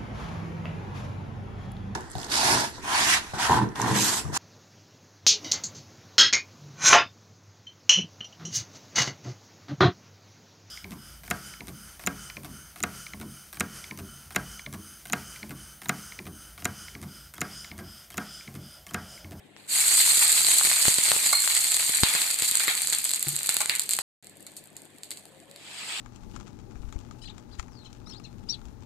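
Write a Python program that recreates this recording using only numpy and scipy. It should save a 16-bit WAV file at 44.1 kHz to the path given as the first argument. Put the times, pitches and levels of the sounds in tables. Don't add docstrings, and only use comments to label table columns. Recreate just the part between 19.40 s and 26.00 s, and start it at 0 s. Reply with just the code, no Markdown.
import sys
import numpy as np
from scipy import signal
from scipy.fft import rfft, irfft, next_fast_len
from scipy.io import wavfile
from scipy.ndimage import uniform_filter1d, map_coordinates

SR = 44100
rng = np.random.default_rng(int(sys.argv[2]) if len(sys.argv) > 2 else 0)


def materialize(psi):
    bounded = np.clip(np.atleast_2d(psi).T, -1, 1)
    quanta = np.round(bounded * 32767).astype(np.int16)
    wavfile.write(sys.argv[1], SR, quanta)


N = 291060


def amp(db):
    return 10 ** (np.asarray(db) / 20)


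def unit(x):
    return x / np.sqrt(np.mean(x ** 2) + 1e-20)


def seconds(count):
    return np.arange(count) / SR


def along(points, hz):
    f, v = np.transpose(points)
    return np.interp(np.log(hz + 1), np.log(f + 1), v)


def wobble(rate):
    knots = rng.standard_normal(int(N * rate / SR) + 4)
    return map_coordinates(knots, [seconds(N) * rate])


def filtered(x, response):
    m = next_fast_len(x.shape[-1] + 4096)
    spectrum = rfft(x, m) * response(np.fft.rfftfreq(m, 1 / SR))
    return irfft(spectrum, m)[..., :x.shape[-1]]


def coloured(x, spectrum, size=2048):
    cepstrum = irfft(np.log(amp(along(spectrum, np.fft.rfftfreq(size, 1 / SR)))))
    cepstrum[1:size // 2] *= 2
    cepstrum[size // 2 + 1:] = 0
    kernel = irfft(np.exp(rfft(cepstrum)))
    return signal.fftconvolve(x, kernel[None], axes=1)[:, :x.shape[-1]]


# (frequency [Hz], likeness [-1 to 1])
PORT_LIKENESS = [(150, 0.28), (900, 0.62), (2000, 0.18), (4200, 0.055), (6000, 0.14), (7500, 0.74),
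                 (8300, 0.99), (9500, 0.4), (14000, 0.19)]


def noise(count):
    turn = lambda hz: np.arccos(np.clip(along(PORT_LIKENESS, hz), -1, 1)) / 2
    shares = lambda hz: np.array([np.cos(turn(hz)), np.sin(turn(hz))])
    mid, side = filtered(rng.standard_normal((2, count)), shares)
    return np.array([mid + side, mid - side])


def add(track, s, sound):
    part = track[:, max(round(s * SR), 0):][:, :sound.shape[-1]]
    part += sound[..., :part.shape[-1]]


def panned(db):
    return amp(np.array([db, -db]) / 2).reshape(2, -1)


def patchy(x, depth_db):
    z = signal.stft(x, nperseg=512)[2]
    field = rng.standard_normal(z.shape[1:])
    field = uniform_filter1d(field, size=3, axis=0)
    field = uniform_filter1d(field, size=3, axis=1)
    return signal.istft(z * amp(depth_db * unit(field)), nperseg=512)[1][:, :N]


def bubbles(rate, spread_db, life, steam_db, spectrum, patchy_db):
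    sizes = amp(spread_db * np.clip(rng.standard_normal(N), -3, 2))
    bursts = (rng.random(N) < rate / SR) * sizes ** 2 / rate
    power = signal.lfilter([1], [1, -np.exp(-1 / (life * SR))], bursts)
    envelope = np.sqrt(power / power.mean() + amp(steam_db) ** 2)
    return unit(coloured(patchy(noise(N), depth_db=patchy_db) * envelope, spectrum))


def chirps(rows, rough):
    out = np.zeros(N)
    for s, db, hz, glide, rise, t60 in rows:
        t = seconds(N) - s
        pitch = (hz + glide * t) * (1 + rough * wobble(500))
        level = db - 60 * np.maximum(-t / rise, t / t60)
        out += amp(level) * np.sin(2 * np.pi * np.cumsum(pitch) / SR)
    return out


# (frequency [Hz], level [dB])
FAN_AIR = [(18, -53), (30, -23.5), (75, -9), (143, -7.5), (247, -6), (288, 4), (355, -2.5), (754, -4),
           (1240, -15.5), (1730, -8.5), (3780, -12.5), (4540, -21.5), (5730, -31), (7830, -19),
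           (13900, -34.5), (15000, -42.5)]
# (frequency [Hz], mean level [dB])
MOTOR_HUM = [(99, -70.5), (148, -68), (199, -67), (1728, -73.5)]


def fan():
    t = seconds(N)
    air = unit(coloured(patchy(noise(N), depth_db=3.0), FAN_AIR))
    blade = np.cos(2 * np.pi * 9.1 * (t - 5.445))
    low_rush = [(70, -15), (150, -2.0), (210, 2), (300, 2.0), (450, -2.5), (700, -14.0), (1300, -27.0)]
    whoosh = unit(coloured(noise(N), low_rush))
    throb = amp(-64.5 + 5.2 * blade + 1.6 * wobble(7))
    hum = sum(amp(db + 1.3 * wobble(5.2)) * np.sin(2 * np.pi * hz * t + .8 * wobble(5.0))
              for hz, db in MOTOR_HUM)
    return amp(-57.5) * air + throb * whoosh + hum


# (time [s], level [dB], left-right [dB], ring [0-1])
SPIT_DROPS = [(0.165, -31, 2, 0.26), (1.008, -15.5, 5, 0), (1.086, -12, -5, .1), (1.212, -14, -6, 0),
              (1.2714, -12, -4, .1), (1.3149, -10, -4, 0.25), (1.4545, -10.5, -2, 0.2), (1.4822, -10, 4, 0),
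              (1.5861, -15, 5, 0.25), (1.6833, -17, -2, 0.07), (1.7173, -8, 3.5, 0), (1.765, -14, 4, 0),
              (1.8628, -15.5, -3, 0), (2.0759, -12, 2, 0.02), (2.345, -20, 0, .1), (2.3685, -16, 0, .4),
              (2.6344, -5.5, -5, 0), (2.7509, -8.5, -4, 0.1), (3.2047, -17.5, 0, .1),
              (3.2808, -11, -4, 0.7), (3.526, -17, -7, 0.12), (4.0915, -15, 6, 0), (4.1677, -17, 1, 0.1),
              (4.2576, -20, 0, 0.36), (4.2965, -17, -2.5, .8), (4.5887, -12, -2, 0.09), (5.7152, -35, 0, 0)]
# (frequency [Hz], level [dB])
POP_COLOUR = [(30, -33.5), (120, -5), (300, -5), (800, 3), (2000, 5.5), (3200, 3), (6000, -3), (12000, -26)]
CAVITY_HZ, CAVITY_T60_S = 2100, 0.0059


def spits():
    out, t = np.zeros((2, N)), seconds(count=1024)
    cavity = np.sin(2 * np.pi * CAVITY_HZ * t) * amp(-60 * t / CAVITY_T60_S)
    for s, db, pan_db, ring in SPIT_DROPS:
        spray = 0.41 * noise(len(t)) * amp(-60 * t / 0.0046)
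        burst = coloured((t == 0) + spray, POP_COLOUR)
        pop = burst / np.abs(burst).max() + 2 * ring * cavity
        add(out, s, amp(db) * panned(pan_db) * pop / np.abs(pop).max())
    return out


# (frequency [Hz], level [dB])
CRACKLE_COLOUR = [(300, -41), (1000, -20.5), (2200, -8.5), (3200, -7), (4400, 4.5), (5600, -11.5),
                  (7500, 5.5), (9000, 4), (10000, -2), (12500, -2), (15000, -10.5)]
# (frequency [Hz], level [dB])
FRY_COLOUR = [(240, -42), (400, -19), (567, -17), (804, -6.5), (921, -6), (964, -10), (1520, -8),
              (2510, -1.5), (4530, -3.5), (5950, -15), (7930, -4.5), (10400, -20.5), (13700, -25),
              (15000, -31.5)]
# (frequency [Hz], level [dB])
HISS_COLOUR = [(100, -62), (700, -50), (1500, -45), (3000, -16), (3700, -10.5), (4500, -1), (5000, -12.5),
               (6000, -13), (6800, -4), (7600, -0.5), (8700, -2), (9700, -7), (12000, -8), (14300, -16)]
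TICKS_DB, TICKS_FADE_DB_PER_S = -62.5, 3
POUR_S, POUR_FILL_S, POUR_DB = 6.071, 0.47, -34.5


def batter():
    t = seconds(N)
    sparse = bubbles(90, spread_db=3, life=.0002, steam_db=-8, spectrum=CRACKLE_COLOUR, patchy_db=3)
    drying = np.maximum(t - SILENCE[1], 0)
    ticks = amp(TICKS_DB - TICKS_FADE_DB_PER_S * drying) * sparse
    simmer = amp(-65.5 + 2 * wobble(5.4)) * bubbles(
        600, spread_db=9.0, life=0.00069, steam_db=-5.0, spectrum=HISS_COLOUR, patchy_db=2.5)
    wetted = t > SPIT_DROPS[0][0]
    spread = amp(POUR_DB) * np.clip((t - POUR_S) / POUR_FILL_S, 0, 1) ** 1.66
    fizz = bubbles(6000, spread_db=4, life=.0004, steam_db=-2, spectrum=FRY_COLOUR, patchy_db=2.8)
    return (t > SPLASH_S) * ticks + wetted * simmer + spread * fizz


# (time [s], coarse jet [dB], fine fizz [dB], 60 dB decay [s])
STEAM_SPURTS = [(0.17, -56.5, -59, 1.8), (2.636, -27.5, -38, 0.86), (2.751, -29, -28, 0.22),
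                (3.198, -27.5, -28, 0.28), (3.282, -25, -28, 0.3), (3.529, -31.5, -25, 0.18),
                (4.093, -33, -27.5, .4), (4.205, -29.5, -24.5, 0.11), (4.297, -28.5, -38, 0.32),
                (4.512, -46, -28, 0.31), (4.591, -43, -36, 0.23), (5.067, -51, -48, 0.12),
                (5.168, -61, -41, 0.13), (5.369, -58, -53, 0.12), (5.636, -57, -47, 0.16),
                (5.715, -48, -41, 0.12), (5.774, -57, -45, 0.088)]
# (time [s], level [dB], pitch [Hz], glide [Hz/s], 60 dB rise [s], 60 dB decay [s])
DROP_SQUEALS = [(1.931, -21, 1141, -1500, 0.01, 0.03), (1.931, -24.5, 2140, 999.5, 0.018, 0.075),
                (1.931, -23, 4200, 500, .025, 0.34), (1.953, -14.5, 4220, 150, .035, .06),
                (1.981, -27, 2190, 1997.5, .03, .03), (1.981, -25, 4270, 400, .025, .04)]
# (frequency [Hz], level [dB])
SPUTTER_COLOUR = [(40, -54), (150, -38.5), (400, -23), (800, -9), (1050, -10.5), (1500, -6), (2200, 1.5),
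                  (2900, -3.5), (4200, -1.5), (5500, -29.5), (9000, -23.5)]


def steam():
    t, jets, mist = seconds(N), np.zeros(N), np.zeros(N)
    for s, jet_db, fizz_db, t60 in STEAM_SPURTS:
        fade = amp(-60 * np.abs(t - s) / t60) * (t > s)
        jets += amp(jet_db) * fade
        mist += amp(fizz_db) * fade
    spurts = jets * bubbles(2500, spread_db=-0.5, life=0.0015, steam_db=-14.0,
                            spectrum=SPUTTER_COLOUR, patchy_db=5)
    fizz = mist * bubbles(1800, spread_db=3, life=.0003, steam_db=-7, spectrum=HISS_COLOUR, patchy_db=3)
    return spurts + fizz + chirps(DROP_SQUEALS, rough=.003)


SPLASH_S, SPREAD_S, FILM_LIFE_S = .272, .05, 4.25


def wet_share():
    return np.clip(1 - (seconds(N) - SPLASH_S) / FILM_LIFE_S, 1e-6, 1)


def contact():
    return (1 - np.exp(-np.maximum(seconds(N) - SPLASH_S, 0) / SPREAD_S)) ** 1.51


FLARE_DB, FLARE_GROWS, FLARE_S = -13, 1.21, 0.036


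def flares():
    s, db, *_ = np.transpose(SNAP_DROPLETS)
    kicks = np.bincount(np.round(s * SR).astype(int), amp(FLARE_GROWS * db + FLARE_DB) ** 2, N)
    return np.sqrt(signal.lfilter([1], [1, -np.exp(-1 / (FLARE_S * SR))], kicks))


PING_HZ, PING_HZ_SCATTER, PING_CYCLES = 8100, 0.064, 61


def pings(count):
    t = seconds(count=256)
    when, size = rng.random((2, count))
    high, side = rng.standard_normal((2, count))
    times = SPLASH_S + FILM_LIFE_S * (1 - np.sqrt(when))
    cycles = PING_HZ * np.exp(PING_HZ_SCATTER * high)[:, None] * t
    rings = size[:, None] * np.cos(2 * np.pi * cycles) * amp(-60 * cycles / PING_CYCLES)
    at = (times * SR).astype(int)[:, None] + np.arange(len(t))
    channels = [np.bincount(at.ravel(), (gain[:, None] * rings).ravel(), N)[:N]
                for gain in panned(4 * side)]
    return unit(np.array(channels))


HISS_DB, HISS_THINS = -21, 1.03
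SPUTTER_DB, SPUTTER_THINS = -31.5, 0.81
CRACKLE_DB, PING_DB, CRACKLE_THINS = -28.5, -33, 0.65
BURSTS_PER_S, BURSTS_THIN, CRACKLES_PER_S, LAST_BURSTS_PER_S = 4500, 1.5, 500, 300


def water():
    wet, flare = wet_share(), flares()
    rate = BURSTS_PER_S * wet ** BURSTS_THIN + LAST_BURSTS_PER_S
    crackle_rate = CRACKLES_PER_S * wet + LAST_BURSTS_PER_S
    surge = contact() * amp(1.26 * wobble(80) + 0.95 * wobble(14))
    fine = bubbles(rate, spread_db=3.8, life=0.00028, steam_db=-5, spectrum=HISS_COLOUR, patchy_db=3.4)
    coarse = bubbles(.4 * rate, spread_db=4.8, life=0.0003, steam_db=-7,
                     spectrum=SPUTTER_COLOUR, patchy_db=2)
    cracks = bubbles(crackle_rate, spread_db=3, life=.00012, steam_db=-30,
                     spectrum=CRACKLE_COLOUR, patchy_db=3)
    hiss = np.hypot(amp(HISS_DB) * wet ** HISS_THINS, flare) * fine
    sputter = np.hypot(amp(SPUTTER_DB) * wet ** SPUTTER_THINS, amp(-12) * flare) * coarse
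    crackle = wet ** CRACKLE_THINS * (amp(CRACKLE_DB) * cracks + amp(PING_DB) * pings(count=2200))
    return surge * (hiss + crackle + amp(.9 * wobble(45)) * sputter)


# (time [s], level over 2 ms [dB], pitch [Hz], extra body [dB], extra top [dB], left-right [dB])
SNAP_DROPLETS = [(0.4813, -14, 8630.0, -9.0, -6.0, -1), (0.5255, -18.0, 7500, -11.0, -10.0, -5.0),
                 (0.5625, -24, 8420.0, -10.0, -3.0, -5), (0.7048, -20, 8140.0, -4.0, -10.0, -5),
                 (0.7199, -20, 8160.0, -3, -10.0, -2.0), (0.7819, -24, 8400.0, -7, -11.0, -2.0),
                 (0.9196, -14, 8070.0, -2, 0.0, -4.0), (0.9268, -16, 8590.0, 3, 2.0, -2.0),
                 (0.9782, -19, 8250.0, 2, -4, -2.0), (1.0174, -23, 7690.0, 1, -9.0, -2.0),
                 (1.048, -19, 7130.0, 11, -8.0, -4), (1.0677, -16.5, 7410.0, 10, -1.0, 1.0),
                 (1.0867, -29, 7970.0, -3, -1.0, -4), (1.1045, -25, 7430.0, 2, -10.0, -2.0),
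                 (1.1166, -23, 8420.0, 8.0, 1, -4), (1.1466, -24, 7580.0, -1.0, -7.0, -3),
                 (1.1851, -15, 7470.0, -8, 4, -2.0), (1.235, -17.0, 7970.0, 2, -5.0, -3.0),
                 (1.2436, -20, 8550.0, 5, -11.0, -1.0), (1.2509, -18, 7640.0, 3, -12.0, 0),
                 (1.3008, -24, 8610.0, 0.0, -6.0, -6), (1.315, -20, 8160.0, 11, -7.0, 0.0),
                 (1.3313, -23, 8890.0, 7, -8.0, 2.0), (1.3379, -22, 7950.0, 0, -8.0, -2),
                 (1.4273, -18.5, 7690.0, 2, -11.0, -6.0), (1.4554, -21, 7210.0, -10, -11.0, -6.0),
                 (1.483, -14, 7840.0, 4, -12.0, 3), (1.542, -15.5, 9070.0, 1, -5, -2),
                 (1.5843, -16, 7770.0, 4.5, -10.0, -3.0), (1.638, -20, 7490.0, -7.0, -11.0, -4),
                 (1.6547, -21.0, 7690.0, 7, -11.0, -6), (1.7177, -15.5, 8480.0, 6.5, -5.0, 2),
                 (1.8637, -21, 7490.0, 2.0, -1, 1.0), (2.0212, -19.0, 7730.0, -7, 3, -3.0),
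                 (2.0767, -22, 7820.0, 8, 1.0, 9), (2.1508, -22, 7450.0, 3, -6, -7),
                 (2.1666, -18.5, 7470.0, 4, 1, -8), (2.1748, -22, 8480.0, 1, -4.0, -4.0),
                 (2.2439, -21.0, 8550.0, 4, 4.0, 0.0), (2.3085, -25, 8100.0, -12.0, -10.0, -2.0),
                 (2.3193, -16, 7430.0, 1.5, -8, 1), (2.3448, -22.0, 7080.0, 6, -9.0, -3),
                 (2.3676, -18.0, 8250.0, 0, -2.0, 2.0), (2.4022, -27, 7580.0, -4.0, -5.0, 4),
                 (2.4073, -22, 7410.0, 14, 4, -2), (2.4972, -24, 8810.0, -2.0, 7, 5),
                 (2.5069, -31, 8680.0, -7, 7, -1), (2.5206, -27, 8290.0, 5.0, 6, 3),
                 (2.5494, -24, 7580.0, -7.0, -2.0, -2.0), (2.5586, -23, 8480.0, 0.0, -6.0, 0.0),
                 (2.571, -20.0, 7430.0, -5.0, -2.0, 1.0), (2.6346, -14.5, 8850.0, 13, -6, 1.0),
                 (2.751, -21, 7540.0, -1, -5, 1), (2.818, -18, 7390.0, 8, 0, 1),
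                 (2.904, -25, 7600.0, 11, -1.0, -2.0), (2.9119, -22.0, 8680.0, 7, 6.0, -1.0),
                 (2.943, -21, 7600.0, -2.0, -4.0, -2.0), (2.9888, -23, 8790.0, -1, -2.0, 1.0),
                 (2.9983, -22, 7860.0, 0.0, -2.0, -1.0), (3.0223, -17, 7350, 2.5, -1.0, 3),
                 (3.1124, -17.5, 9240.0, -1.0, 6, 2), (3.155, -18.5, 7880.0, -4, -7, -1.0),
                 (3.1724, -17, 7880.0, -4, -5, -1), (3.1977, -22, 7820.0, 1.0, -3.0, -6),
                 (3.206, -24, 8870.0, 3, 3, 5), (3.2744, -21, 7560.0, 6, 4, 1.0),
                 (3.2813, -22, 7360.0, 12.0, 12.0, 6), (3.3522, -22.0, 7410.0, -3, -2.0, 0.0),
                 (3.4194, -19.5, 9110.0, -3, 3, 3), (3.473, -19, 7690.0, 0.5, 0.0, -3),
                 (3.5008, -20, 7620.0, -3, -5.0, 0.0), (3.5265, -22.5, 7560.0, 3, 1.0, -1.0),
                 (3.5323, -21, 7730.0, 6, -4, -4.0), (3.5495, -20, 8530.0, -1.0, -7.0, 4),
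                 (3.5862, -21, 8740.0, -6.0, 3, 6.0), (3.643, -20.5, 8790.0, -6.0, 6, 3.0),
                 (3.6517, -20.0, 8250.0, -2.5, 4, -4), (3.6931, -22, 7560.0, 1.0, 1.0, 2),
                 (3.708, -24, 9020.0, 7, 3.0, 5), (3.7152, -21, 8440.0, 3, 1, 0),
                 (3.7362, -18, 7770.0, 2, -3, 1), (3.7605, -23.0, 8660.0, -1, 3.0, 0),
                 (3.7953, -24, 8230.0, -13, 0, -1.0), (3.8277, -18, 7600, -3, 5, 2),
                 (3.8848, -20, 8350.0, 0.5, 7, 1), (3.891, -20.5, 9000.0, -9, 3.0, 0),
                 (3.9583, -25, 8310.0, -3, 9.0, 1.0), (3.9648, -19.5, 7580.0, -0.5, -2.5, -1.5),
                 (3.9901, -26.5, 8250, 2.0, -5.0, 4.5), (4.0322, -23.5, 8440.0, 0.0, 1.5, 0.5),
                 (4.0614, -24.0, 8530.0, 0, 2.0, 1.0), (4.0717, -24.0, 9040.0, -4, -1.5, 0.5),
                 (4.0923, -14.0, 7300, 4, 0.5, 0.0), (4.1434, -19.5, 7690.0, -5, 5, 1.5),
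                 (4.1677, -16, 7600.0, 7, 3.5, -0.5), (4.2173, -20, 8590.0, -4.0, -8, -1),
                 (4.259, -22, 8700.0, 0.5, -4.5, 1.0), (4.2966, -16, 8300, 12.5, 4, -3),
                 (4.3527, -21, 7240.0, 0.5, 5, 1), (4.361, -25.5, 7500, -2.5, -4, -1.5),
                 (4.396, -17.5, 7520.0, 0, -0.5, 0.5), (4.407, -30, 8870.0, -10.0, 5.0, 1.0),
                 (4.42, -29.0, 8910.0, -3.0, -3.0, 0.0), (4.4927, -19.5, 8000, 4, 6.5, 4.0),
                 (4.5095, -17.0, 7670.0, -2.5, 1.0, 0.0), (4.517, -28.5, 9000, 1, -12.0, 2.5),
                 (4.5348, -16.5, 8290.0, -0.5, 0, -0.5), (4.5672, -26, 8720.0, -6.5, -5.0, 1.0),
                 (4.5895, -23.0, 8180.0, 1, 6.5, 1), (4.8454, -45.0, 7430.0, 4.0, 3.0, 0.0),
                 (4.8702, -40.5, 8830.0, 2, -3.0, 0.0), (4.8965, -45, 7800.0, -3, 2.0, -1.0),
                 (4.9707, -46, 8980.0, -12.0, 5, 0.0), (5.0069, -45, 8700.0, -7.0, 0, 3.0),
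                 (5.0273, -45, 8030.0, -10.0, 5.0, -1.0), (5.0669, -37.5, 7040, 1.0, 1, -1),
                 (5.1188, -47, 8700.0, -3.0, 4.0, 1.0), (5.1671, -40, 8610.0, 1, 6, 6),
                 (5.1764, -44, 7970.0, -2.0, 4.0, -2.0), (5.1812, -49.0, 7170.0, 6, 12, 1.0),
                 (5.24, -47, 8440.0, 4.0, 11.0, 6), (5.2577, -47.0, 7800.0, -5.0, 5.0, 2.0),
                 (5.2733, -48, 8850.0, -5, 0.0, 5.0), (5.3672, -35.5, 7300, -3, -3, 2),
                 (5.4197, -43.0, 8740.0, -10, -1.0, -1.0), (5.4544, -49, 8850.0, -8.0, 1.0, 4.0),
                 (5.5846, -46.5, 8100.0, 4, 4.0, 0.0), (5.6342, -35, 7280.0, 4, -5.0, 2),
                 (5.7072, -29.0, 8230.0, 0, -2, 4), (5.7155, -32.0, 7300.0, 9, 4, 3),
                 (5.724, -40.0, 8140.0, 4, -8.0, 2.0), (5.7732, -39.5, 8230.0, 5, -5, -2),
                 (5.8549, -44.5, 9150.0, 4, 2, 6), (6.002, -49, 7620.0, 3, -3.0, 4),
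                 (6.1134, -43, 7520.0, 7, 0.0, -1), (6.1613, -40.5, 7190.0, 13, 5.0, 2)]
# (frequency [Hz], level [dB])
CRACK_COLOUR = [(200, -19.5), (1000, -14), (2200, -8), (3200, -6.5), (4400, 4.5), (5600, -11.5),
                (7500, 7.5), (9000, 4.5), (10000, -1), (12500, -1.5), (15000, -9)]
# (frequency [Hz], share [0-1])
BODY_SHARE = [(5200, 1), (6500, 0)]
TOP_SHARE = [(9300, 0), (10300, 1)]
SNAP_RISE_S, SNAP_T60_S = .0009, .0022
SNAP_RING_DB, SNAP_RING_HZ = 5.5, 500


def snaps():
    out, t = np.zeros((2, N)), seconds(count=512) - .003
    hz = np.fft.rfftfreq(len(t), 1 / SR)
    burst = amp(np.minimum(60 * t / SNAP_RISE_S, -60 * t / SNAP_T60_S))
    spray = amp(-23 - 60 * np.abs(t) / .015)
    for s, db, pitch_hz, body_db, top_db, pan_db in SNAP_DROPLETS:
        shared = burst * rng.standard_normal(len(t))
        push = shared + (.5 * burst + spray) * rng.standard_normal((2, len(t)))
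        ring = SNAP_RING_DB * np.exp(-((hz - pitch_hz) / SNAP_RING_HZ) ** 2)
        extra = body_db * along(BODY_SHARE, hz) + top_db * along(TOP_SHARE, hz)
        colour = along(CRACK_COLOUR, hz) + ring + extra
        crack = irfft(amp(colour) * np.exp(1j * np.angle(rfft(push))))
        rms = np.sqrt(np.sum(crack.mean(0) ** 2) / (.002 * SR))
        add(out, s + t[0], amp(db) * panned(pan_db) * crack / rms)
    return out


# (time [s], level before the ports [dB], fade constant [s])
AIR_PUFFS = [(0.533, -38.5, .0007), (.779, -32, .0007), (0.845, -45, 0.00063), (.927, -43, 0.00059),
             (1.017, -35, .0006), (1.074, -41, .0008), (1.126, -42, .0006), (1.252, -32, .0007),
             (1.277, -37, .0007), (1.332, -33, .0006), (1.4823, -21, 0.0022), (1.586, -25.5, 0.00098),
             (1.716, -26, 0.00084), (1.763, -31.5, 0.0009), (2.497, -30.5, 0.00086),
             (2.6345, -14.5, 0.0025), (3.024, -31.5, .0012), (3.119, -38.5, .0012), (4.0925, -43, .0008),
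             (4.168, -40, 0.00088)]
PORT_LEAK_HZ = 70


def puffs():
    push = np.zeros(N)
    for s, db, length in AIR_PUFFS:
        u = (seconds(N) - s) / length
        push -= amp(db) * np.tanh(8 * u) * np.exp(-np.abs(u))
    return filtered(push, lambda hz: hz / np.hypot(hz, PORT_LEAK_HZ)) * amp([[3], [-14]])


# (time [s], wall [dB], rim [dB])
PAIL_KNOCKS = [(1.928, -72, -25), (3.866, -36, -46), (3.928, -45, -64), (4.204, -68.5, -31)]
# (frequency [Hz], level [dB], 60 dB decay [s])
WALL_MODES = [(141, 3.5, 0.21), (330, -2, 0.11), (483, -12.5, .12), (804, -7.5, 0.11)]
RIM_MODES = [(626, -14, 0.11), (770, -0.5, 0.034), (852, -5, 0.074), (990, 3, 0.026), (1177, -6, 0.075),
             (1414, 1, 0.06), (2110, -2.5, 0.088), (2260, -7.5, .12)]


def pail():
    out, t = np.zeros((2, N)), seconds(count=SR // 2)
    ring = lambda modes: sum(amp(db - 60 * t / t60) * np.sin(2 * np.pi * hz * t) for hz, db, t60 in modes)
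    thud = ring(WALL_MODES) * np.minimum(t / .004, 1)
    clank = ring(RIM_MODES) * np.minimum(t / 0.0014, 1)
    for s, wall_db, rim_db in PAIL_KNOCKS:
        clack = amp(10.0 - 60 * t / 0.054) * unit(coloured(noise(len(t)), HISS_COLOUR))
        add(out, s, amp(wall_db) * thud + amp(rim_db) * (clank + clack))
    return out


# (time [s], level [dB], pitch [Hz], glide [Hz/s], 60 dB rise [s], 60 dB decay [s])
LADLE_GLUGS = [(4.208, -29, 780, -7000, .012, .042), (4.213, -32, 1030, 1500, .014, 0.039),
               (4.214, -32.5, 1390, -1000, .016, .05), (4.21, -34, 2400, 2000.5, .012, .04)]


def ladle():
    return chirps(LADLE_GLUGS, rough=.06)


# (time [s], level [dB], mean pitch [Hz])
DISTANT_TONE = [(5.85, -71, 505), (5.96, -57.5, 535), (6.03, -68, 532), (6.1, -56, 537), (6.2, -64, 574)]


def far_tone():
    s, db, hz = np.transpose(DISTANT_TONE)
    level = np.interp(seconds(N), s, db, left=-120, right=-120)
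    pitch = np.interp(seconds(N), s, hz) * (1 + 0.013 * wobble(40))
    return amp(level) * np.sin(2 * np.pi * np.cumsum(pitch) / SR)


# (frequency [Hz], 60 dB decay [s])
KITCHEN_DECAY = [(200, 0.27), (2000, 0.32), (8000, 0.1), (15000, 0.068)]


def kitchen(x):
    hz, t, z = signal.stft(rng.standard_normal((2, SR // 2)), SR, nperseg=256)
    fade = amp(-60 * t / along(KITCHEN_DECAY, hz)[:, None])
    tail = signal.istft(z * fade, SR, nperseg=256)[1]
    tail = np.pad(tail, ((0, 0), (130, 0)))
    return signal.fftconvolve(x, tail / np.linalg.norm(tail[0]), axes=1)[:, :N]


def scene():
    frying = water() + steam() + batter()
    hits = snaps() + spits() + pail() + ladle()
    room = amp(-9.5) * kitchen(frying) + amp(-9.5) * kitchen(hits)
    return frying + hits + room + puffs() + fan() + far_tone()


# (frequency [Hz], left-right [dB])
PORT_COLOUR = [(600, 7), (1200, -5), (2400, 4.5), (3700, -1.5), (4600, -3.5), (6000, 2.5), (7300, -5.5),
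               (8100, -3.5), (8900, 9), (10000, 0.5), (14000, 1.5)]
# (start [s], end [s])
SILENCE = (4.619, 4.826)
TOP_HZ = 14400


def record(dry):
    t = seconds(N)
    heard = filtered(dry, lambda hz: panned(along(PORT_COLOUR, hz)))
    heard = heard / (1 + np.abs(heard / .8) ** 6) ** (1 / 6)
    live = (t < SILENCE[0]) | (t > SILENCE[1])
    return filtered(heard * live, lambda hz: 1 / np.sqrt(1 + (hz / TOP_HZ) ** 140))


dry = scene()
out = record(dry)
materialize(out)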